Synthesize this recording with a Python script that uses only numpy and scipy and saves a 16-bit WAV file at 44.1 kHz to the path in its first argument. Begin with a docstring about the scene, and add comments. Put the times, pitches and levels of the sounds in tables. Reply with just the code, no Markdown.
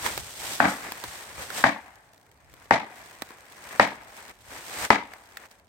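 """Five sledge blows drive a felling wedge into a big tree in a bare wood.
Each blow rings wedge and trunk briefly, overloads the stereo microphone and scatters back from the trees.
Close by, a man shifts about: his work jacket rubs, his boots drag dry leaves and land with a low rumble.
Twigs and crunching dry leaves give short, sharp cracks; the faint air of the wood lies under it all."""
import sys
import numpy as np
from scipy import signal
from scipy.fft import rfft, irfft
from scipy.io import wavfile

SR = 44100
rng = np.random.default_rng(int(sys.argv[2]) if len(sys.argv) > 2 else 0)


def master_out(mix):
    """Clip the mix to full scale and print it as 16-bit PCM to the path in sys.argv[1]."""
    frames = np.transpose(np.atleast_2d(mix))
    ceiling = np.clip(frames, -1, 1)
    pcm = np.round(ceiling * 32767).astype(np.int16)
    wavfile.write(sys.argv[1], SR, pcm)


N = 250488

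# the man shifts his weight: (peak time [s], rise [s], fall [s], cloth level [dB], leaf level [dB])
MOVES = [(0.06, 0.16, 0.19, -33.5, -30), (0.16, 0.3, 0.56, -41.5, -47), (0.47, 0.28, 0.49, -36, -39),
         (0.535, 0.08, 0.074, -34.5, -55), (0.70, 0.13, 0.14, -36.5, -45), (0.86, 0.36, 0.32, -46, -37.5),
         (1.09, 0.62, 1, -45, -42), (1.42, 0.14, 0.13, -41, -37), (1.585, 0.14, 0.15, -33.5, -31.5),
         (2.65, 0.5, 0.17, -61, -53), (3.02, 0.45, 0.99, -55.5, -48.5), (3.31, 0.13, 0.49, -62, -50),
         (3.76, 0.49, 0.38, -48.5, -40.5), (4.19, 0.27, 0.21, -52, -45.5),
         (4.31, 0.44, 0.024, -55.5, -45.5), (4.53, 0.14, 0.45, -46.5, -42), (4.85, 0.32, 0.052, -33.5, -31),
         (5.15, 1, 0.77, -61.5, -61), (5.46, 0.42, 0.022, -59, -48.5), (5.515, 0.033, 0.15, -62, -55)]
# spectra of jacket, dragged leaves, ticking leaves, rumble and air: (frequency [Hz], level [dB])
JACKET_COLOUR = [(100, -8.5), (700, -2.5), (1700, -6.5), (3000, 0.5), (4300, -1.5), (6000, -1.5),
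                 (7200, -1.5), (8500, 2.5), (10000, -9.5), (12500, -5), (16000, -13.5)]
LEAF_COLOUR = [(80, -12), (250, -6.5), (400, -5), (780, -0.5), (1050, -0.5), (1300, -2.5), (1850, -0.5),
               (2400, -3.5), (3300, -18), (8000, -30), (15000, -36)]
CRACKLE_COLOUR = [(200, -12.5), (1000, -3.5), (2200, 2), (5000, -3.5), (8500, -2.5), (10500, -10),
                  (15500, -5)]
RUMBLE_COLOUR = [(20, -7.5), (45, 0), (80, -1.5), (130, -8), (250, -22.5), (600, -28), (2000, -63.5)]
AIR_COLOUR = [(30, -9.5), (80, -7.5), (438, -4), (762, -2.5), (1300, -11.5), (1670, -11), (3050, -32.5),
              (7680, -37.5), (15000, -46)]
# boots landing softly on the forest floor: (time [s], level [dB])
FOOTFALLS = [(0.05, -48), (0.19, -42), (0.42, -52.5), (1.07, -54), (1.39, -49), (1.53, -59), (2.52, -53),
             (4.02, -58), (4.49, -58), (4.78, -66)]
# short, sharp cracks of twigs and crunching dry leaves: (time [s], level [dB], body below 600 Hz [dB],
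# edge above 2.5 kHz [dB], left-right [dB], decay [s], ring [Hz])
LITTER_CRACKS = [(0.062, -12.5, -11, -2, -17, 0.0012, 1020), (0.176, -11.5, 5.5, 6.5, 0.5, 0.0014, 950),
                 (0.92, -15.5, 9, 8, 0.5, 0.0011, 972), (1.038, -18, 5, 3.5, 0, 0.0047, 920),
                 (1.502, -19, 9, 0.5, -9.5, 0.0019, 1450), (2.178, -43, -6, 9, -1, 0.001, 785),
                 (2.538, -33, 12, 8.5, 3, 0.0023, 973), (3.22, -14.5, 6.5, 3.5, -3.5, 0.0019, 950),
                 (3.305, -29, 7.5, 2, 1, 0.0025, 1020), (5.135, -25, -2, 0, -2.5, 0.0019, 859),
                 (5.37, -19, -5, 4, 2.5, 0.0023, 1830)]
# spectrum of those cracks: (frequency [Hz], level [dB])
LITTER_CRACK_COLOUR = [(80, -15), (240, 1), (500, -1.5), (900, 3), (1900, 6), (3000, -10), (4200, -6),
                       (6000, -12.5), (8500, -9), (10500, -18), (15500, -8)]
# sledge blows: (time [s], strength [dB], scatter hold [s], favoured resonance [Hz], its lift [dB],
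# hollow knock [dB])
BLOWS = [(0.6014, -4.5, 0.065, 1400, 7, 3.5), (1.6393, -1, 0.03, 1600, 4, -7.5),
         (2.7088, -0.5, 0.031, 850, 2, 4), (3.7965, 2, 0.022, 616, 2, 7), (4.9034, 3, 0.012, 1220, 3.5, 8)]
# modes of the trunk: (frequency [Hz], level [dB], t60 [s], left-right [dB])
TRUNK_MODES = [(127, -34, 0.22, 0), (214, -26.5, 0.18, -4), (267.3, -25.5, 0.11, 0.5),
               (399, -15, 0.02, -1.5), (573, -8, 0.025, 2.5)]
# hammer head and wedge, damped by the wood: (base frequency [Hz], level [dB], t60 [s], left-right [dB])
WEDGE_MODES = [(784, -4, 0.023, -0.5), (909, -3.5, 0.02, 7.5), (1193, 0, 0.012, 0),
               (1642, 2.5, 0.0099, 2.5), (1905, -5, 0.022, 0.5), (2128, -11, 0.018, 6),
               (3130, -26, 0.0035, -5), (4600, -19.5, .007, 7.5)]
# spectrum of the contact crack: (frequency [Hz], level [dB])
CONTACT_COLOUR = [(200, 3), (900, 3), (2000, 5), (3000, -5), (5000, -32), (8000, -32.5), (15000, -33.5)]
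# scatter from nearby trunks and ground, and the far wood's murmur: (frequency [Hz], level [dB], t60 [s])
NEAR_WOOD = [(30, -40, 0.3), (70, -17.5, 0.3), (160, -7.5, 0.16), (214, -0.5, 0.22), (238, -6.5, .25),
             (288.5, -1, 0.62), (386, -20, 0.32), (696, 3, 0.22), (1400, -12.5, 0.17), (1950, -4, 0.31),
             (2400, -5, 0.3), (2720, -13.5, 0.32), (3330, -13.5, 0.31), (8800, -25.5, 0.21),
             (10700, -40, .24)]
FAR_WOOD = [(102.7, -32, 0.67), (280, -35, 0.74), (490, -30.5, 0.82), (692, -19.5, 1.07), (750, -19.5, 1.4),
            (827, -23.5, 1.52), (1240, -28.5, 1.16), (1770, -25, 1.16), (2420, -18, 0.54),
            (3200, -36, 0.92), (12130, -68, .5)]
# echoes dulled by rough bark: (delay [s], level [dB], left-right [dB], low edge [Hz], high edge [Hz])
BARK_ECHOES = [(.0092, -18.5, 0.5, 150, 5900), (0.0119, -17, 6.5, 298, 2520), (.0135, -25, -1.5, 398, 1374),
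               (.0255, -23.5, -6, 406, 1103), (0.0355, -24.5, -7, 1500, 12230), (.056, -21, 8, 603, 2495),
               (.1205, -27.5, 3, 656, 1150)]
# likeness of the two microphones' signals: (frequency [Hz], coherence [0..1])
MIC_COHERENCE = [(30, 0), (120, 0.97), (280, 0.91), (550, 0.88), (1000, 0.38), (2000, 0.085), (4000, 0),
                 (15000, 0)]
# shading by the microphone housing: (frequency [Hz], left-right [dB])
HOUSING_SHADE = [(100, -1), (700, -1.5), (1150, 2), (1800, 4.5), (2600, 0), (3400, -6.5), (4400, -6),
                 (5600, -4), (8000, 0), (15000, 0)]


def amp(db):
    """Decibels to gain."""
    return 10 ** (np.asarray(db) / 20)


def unit(x):
    """Scales to rms 1."""
    return x / np.sqrt(np.mean(x ** 2) + 1e-20)


def read(points, hz, column=1):
    """One column of a table over log frequency."""
    table = np.transpose(points)
    return np.interp(np.log(hz + 1), np.log(table[0] + 1), table[column])


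def pan(db):
    """Left and right gains for a level difference."""
    return amp(np.array([[db], [-db]]) / 2)


def add(mix, s, sound):
    """Lays a stereo sound into the mix."""
    part = mix[:, max(round(s * SR), 0):][:, :sound.shape[1]]
    part += sound[:, :part.shape[1]]


def mic_pair(pair):
    """Two unrelated signals become alike in the bass, as at two closely spaced microphones."""
    coherence = read(MIC_COHERENCE, np.fft.rfftfreq(pair.shape[1], 1 / SR))
    angle = np.arccos(np.clip(coherence, -1, 1)) / 2
    a, b = rfft(pair)
    mid, side = a * np.cos(angle), b * np.sin(angle)
    return irfft(np.array([mid + side, mid - side]), pair.shape[1])


def noise(size):
    """White noise at the microphone pair."""
    return mic_pair(rng.standard_normal((2, size)))


def colour(x, points, size=2048):
    """Causal filter of unit energy with the given spectrum."""
    log_gain = np.log(amp(read(points, abs(np.fft.fftfreq(size, 1 / SR)))))
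    taps = np.fft.ifft(np.exp(np.conj(signal.hilbert(log_gain)))).real
    return signal.oaconvolve(x, taps[None] / np.linalg.norm(taps), axes=1)[:, :x.shape[1]]


def lift(x, hz, db, sharpness=5.4):
    """Raises or lowers one broad resonance."""
    return x + (amp(db) - 1) * signal.lfilter(*signal.iirpeak(hz, sharpness, fs=SR), x)


def drift(per_s):
    """Random wander of rms 1."""
    knots = rng.standard_normal(4096)
    return unit(np.interp(np.arange(N) / SR * per_s, np.arange(len(knots)), knots))


def swell(s, rise_s, fall_s, db, depth_db=24):
    """A gain that climbs depth_db in rise_s to its peak and drops as far in fall_s."""
    t = np.arange(N) / SR - s
    return amp(db - depth_db * np.minimum(np.maximum(-t / rise_s, t / fall_s), 10))


def movement():
    """Gains of jacket and leaves: overlapping moves add in power."""
    cloth = sum(swell(s, rise, fall, db) ** 2 for s, rise, fall, db, _ in MOVES)
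    litter = sum(swell(s, rise, fall, db) ** 2 for s, rise, fall, _, db in MOVES)
    return np.sqrt(cloth), np.sqrt(litter)


def rustle(points, grains_per_s, grain_db, smooth, flutter_db, flutter_per_s):
    """Many tiny slips of uneven size over a smooth rub, coming in clumps."""
    slips = amp(grain_db * np.minimum(rng.exponential(1, N), 5)) * (rng.random(N) < grains_per_s / SR)
    grains = unit(slips * rng.standard_normal((2, N))) + smooth * rng.standard_normal((2, N))
    return unit(colour(mic_pair(grains) * amp(flutter_db * drift(flutter_per_s)), points))


def jacket(rub, cloth_db=2, side_db=1):
    """Stiff cloth slides on itself close to the microphone: a fine, nearly smooth hiss."""
    cloth = rustle(JACKET_COLOUR, grains_per_s=2700, grain_db=2, smooth=1,
                   flutter_db=1, flutter_per_s=130)
    return amp(cloth_db) * pan(side_db) * rub * cloth


def leaves(drag, leaves_db=-1, side_db=1):
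    """Boots crush and drag the leaf litter close by."""
    crunch = rustle(LEAF_COLOUR, grains_per_s=1400, grain_db=0.5, smooth=0.93,
                    flutter_db=1.37, flutter_per_s=53)
    return amp(leaves_db) * pan(side_db) * drag * crunch


def crackle(drag, crackle_db=-55, follow=0.61, per_s=60, spread_db=1.5, tick_s=0.0019, size=900):
    """Single dry leaves tick at random, louder while boots drag them."""
    ticks = amp(spread_db * np.minimum(rng.exponential(1, N), 3)) * (rng.random(N) < per_s / SR)
    envelope = signal.oaconvolve(ticks, np.exp(-np.arange(size) / SR / tick_s))[:N] * drag ** follow
    bursts = mic_pair(envelope * rng.standard_normal((2, N)))
    return amp(crackle_db) * unit(colour(bursts, CRACKLE_COLOUR))


def ground_rumble(drag, rumble_db=3, lumps_db=2, rest_db=-68, drag_db=-22):
    """Lumpy low rumble, raised by footfalls and dragging boots."""
    steps = sum(swell(s, rise_s=0.15, fall_s=0.15, db=db) ** 2 for s, db in FOOTFALLS)
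    weight = np.sqrt(steps + (amp(drag_db) * drag) ** 2 + amp(rest_db) ** 2)
    rumble = unit(colour(noise(N), RUMBLE_COLOUR) * amp(lumps_db * drift(per_s=50)))
    return amp(rumble_db) * weight * rumble


def still_air(air_db=-64):
    """The faint, steady hush of the wood all around."""
    return amp(air_db) * unit(colour(noise(N), AIR_COLOUR))


def litter_cracks(gain_db=1, settle_db=-24, settle_s=0.018, ring_db=8, peak_over_rms=4, size=5000):
    """Short, sharp cracks of twigs and crunching dry leaves ring briefly; the litter around settles."""
    out, t = np.zeros((2, N)), np.arange(size) / SR
    for s, db, body_db, edge_db, side_db, decay_s, ring_hz in LITTER_CRACKS:
        burst = noise(size) * (np.exp(-t / decay_s) + amp(settle_db) * np.exp(-t / settle_s))
        spectrum = [(hz, level + body_db * (hz < 600) + edge_db * (hz > 2500))
                    for hz, level in LITTER_CRACK_COLOUR]
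        crack = colour(lift(burst, ring_hz, ring_db, sharpness=5.7), spectrum)
        peak = peak_over_rms * crack[:, t < .003].std()
        add(out, s + 0.001, amp(db + gain_db) * pan(side_db) * crack / peak)
    return out


def strike(pitch, thump_db, tilt_db_per_octave=-0.7, rise_s=0.0012,
           crack_db=-10.7, crack_s=0.005, push_db=-13, push_s=0.00072, size=8000):
    """Sledge on wedge: the modes ring with alternating sign; the contact adds a push and a crack."""
    t = np.arange(size) / SR
    modes = [(hz, db + thump_db, t60, side) for hz, db, t60, side in TRUNK_MODES]
    modes += [(hz * pitch, db + tilt_db_per_octave * np.log2(hz / 1000), t60, side)
              for hz, db, t60, side in WEDGE_MODES]
    ring, attack = np.zeros((2, size)), 1 - np.exp(-t / rise_s)
    for k, (hz, db, t60, side_db) in enumerate(modes):
        detune = 1 + .015 * rng.uniform(-1, 1)
        lag_s = rng.choice([-1, 1]) * np.array([[1], [-1]]) * 7e-5  # paths to the microphones differ
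        tone = np.sin(2 * np.pi * hz * detune * (t - lag_s))
        ring += (-1) ** k * pan(side_db) * amp(db - 60 * t / t60) * tone
    crack = amp(crack_db) * colour(noise(size) * np.exp(-t / crack_s), CONTACT_COLOUR)
    push = amp(push_db + thump_db) * (1 - t / push_s) * np.exp(-t / push_s)
    return ring * attack, push + crack * attack


def reflections(spread_db=2.5, clump_db=2.5, per_s=3500):
    """A second of sparse echoes from trunks of every size, arriving in clumps."""
    gains = amp(spread_db * rng.standard_normal((2, SR)) + clump_db * drift(per_s=260)[:SR])
    signs = rng.choice([-1., 1.], (2, SR))
    arrivals = rng.random((2, SR)) < per_s / SR
    return unit(mic_pair(gains * signs * arrivals))


def scatter(taps, bands, tilt_db_per_octave, start_s, hold_s):
    """Reflections off the wood fade in from start_s; past hold_s they die band by band."""
    hz, t, spectra = signal.stft(taps, SR, nperseg=256)
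    t60 = np.maximum(read(bands, hz, column=2), .02)[:, None]
    spectra = spectra * amp(-60 * np.maximum(t - hold_s, 0) / t60)
    fade_in = np.clip(np.arange(SR) / SR / start_s - 1, 0, 1)
    tail = signal.istft(spectra, SR, nperseg=256)[1][:, :SR] * fade_in
    tilted = [(f, db + tilt_db_per_octave * np.log2(f / 1000)) for f, db, _ in bands]
    return colour(tail, tilted, size=4096)


def returned_ring(ring, hold_s, return_db=-40, t60=0.36, start_s=0.007):
    """The nearest trunks return the ring with its pitch intact."""
    t = np.arange(SR) / SR
    taps = reflections() * (t > start_s) * amp(return_db - 60 * np.maximum(t - hold_s, 0) / t60)
    return signal.fftconvolve(ring[:1], taps, axes=1)[:, :SR]


def bark_echoes(hit, jitter_s=0.00076):
    """Single echoes come back to the microphone, duller from rough bark."""
    out = np.zeros((2, SR))
    for delay_s, db, side_db, low_hz, high_hz in BARK_ECHOES:
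        echo = signal.lfilter(*signal.butter(2, [low_hz, high_hz], "band", fs=SR), hit)
        add(out, delay_s + jitter_s * (rng.random() - .5), amp(db) * pan(side_db) * echo)
    return out


def sledge_blows(near_db=-19.5, far_db=-35.5, direct_side_db=1, scatter_side_db=2,
                 turn_rad=0.72, knock_hz=420):
    """Each blow reaches the microphone directly, as single echoes, and scattered from near and far."""
    out, here, there = np.zeros((2, N)), reflections(), reflections()
    for k, (s, db, hold_s, favoured_hz, lift_db, knock_db) in enumerate(BLOWS):
        # the wedge seats tighter with every blow: it rings higher and passes more thump to the trunk
        ring, contact = strike(pitch=0.939 + 0.028 * k, thump_db=-3.5 + 0.06 * k)
        hit = ring + contact
        # a harder blow is drier, and its scatter brighter
        scatter_db, tilt = -2.5 - 0.61 * db, -0.78 + 0.35 * db
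        # the echoes shift as the microphone moves
        pattern = np.cos(turn_rad * k) * here + np.sin(turn_rad * k) * there
        near = amp(near_db) * scatter(pattern, NEAR_WOOD, tilt, start_s=0.0037, hold_s=hold_s)
        returned = returned_ring(ring, hold_s)
        far = amp(far_db) * scatter(reflections(), FAR_WOOD, tilt, start_s=0.11, hold_s=0.017)
        blow = pan(scatter_side_db) * amp(scatter_db) * (near + returned + far) + bark_echoes(hit)
        add(blow, 0, pan(direct_side_db) * hit)
        # where and how squarely the hammer lands decides which resonances speak
        blow = lift(blow, favoured_hz, lift_db)
        blow = lift(blow, knock_hz, knock_db)  # the hollow note of the cut trunk
        add(out, s, amp(db) * blow)
    return out


def housing(x):
    """The housing shades the pair: each microphone hears some bands better than the other."""
    side_db = read(HOUSING_SHADE, np.fft.rfftfreq(N, 1 / SR))
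    return irfft(rfft(x) * amp(np.array([side_db, -side_db]) / 2), N)


def scene():
    """The blows, over the small, close sounds of a man moving on the forest floor."""
    rub, drag = movement()
    return (sledge_blows() + litter_cracks() + jacket(rub) + leaves(drag)
            + ground_rumble(drag) + still_air() + crackle(drag))


def record(dry, low_cut_hz=58, ceiling=0.97, high_cut_hz=16100):
    """The microphone sheds deep bass, squashes the first cycles of each blow and limits the band."""
    thin = signal.lfilter(*signal.butter(2, low_cut_hz, "high", fs=SR), housing(dry))
    squashed = thin / (1 + (thin / ceiling) ** 8) ** (1 / 8)
    low_pass = signal.firwin(511, high_cut_hz, window=("kaiser", 9), fs=SR)
    return signal.oaconvolve(squashed, low_pass[None], "same")


dry = scene()
out = record(dry)
master_out(out)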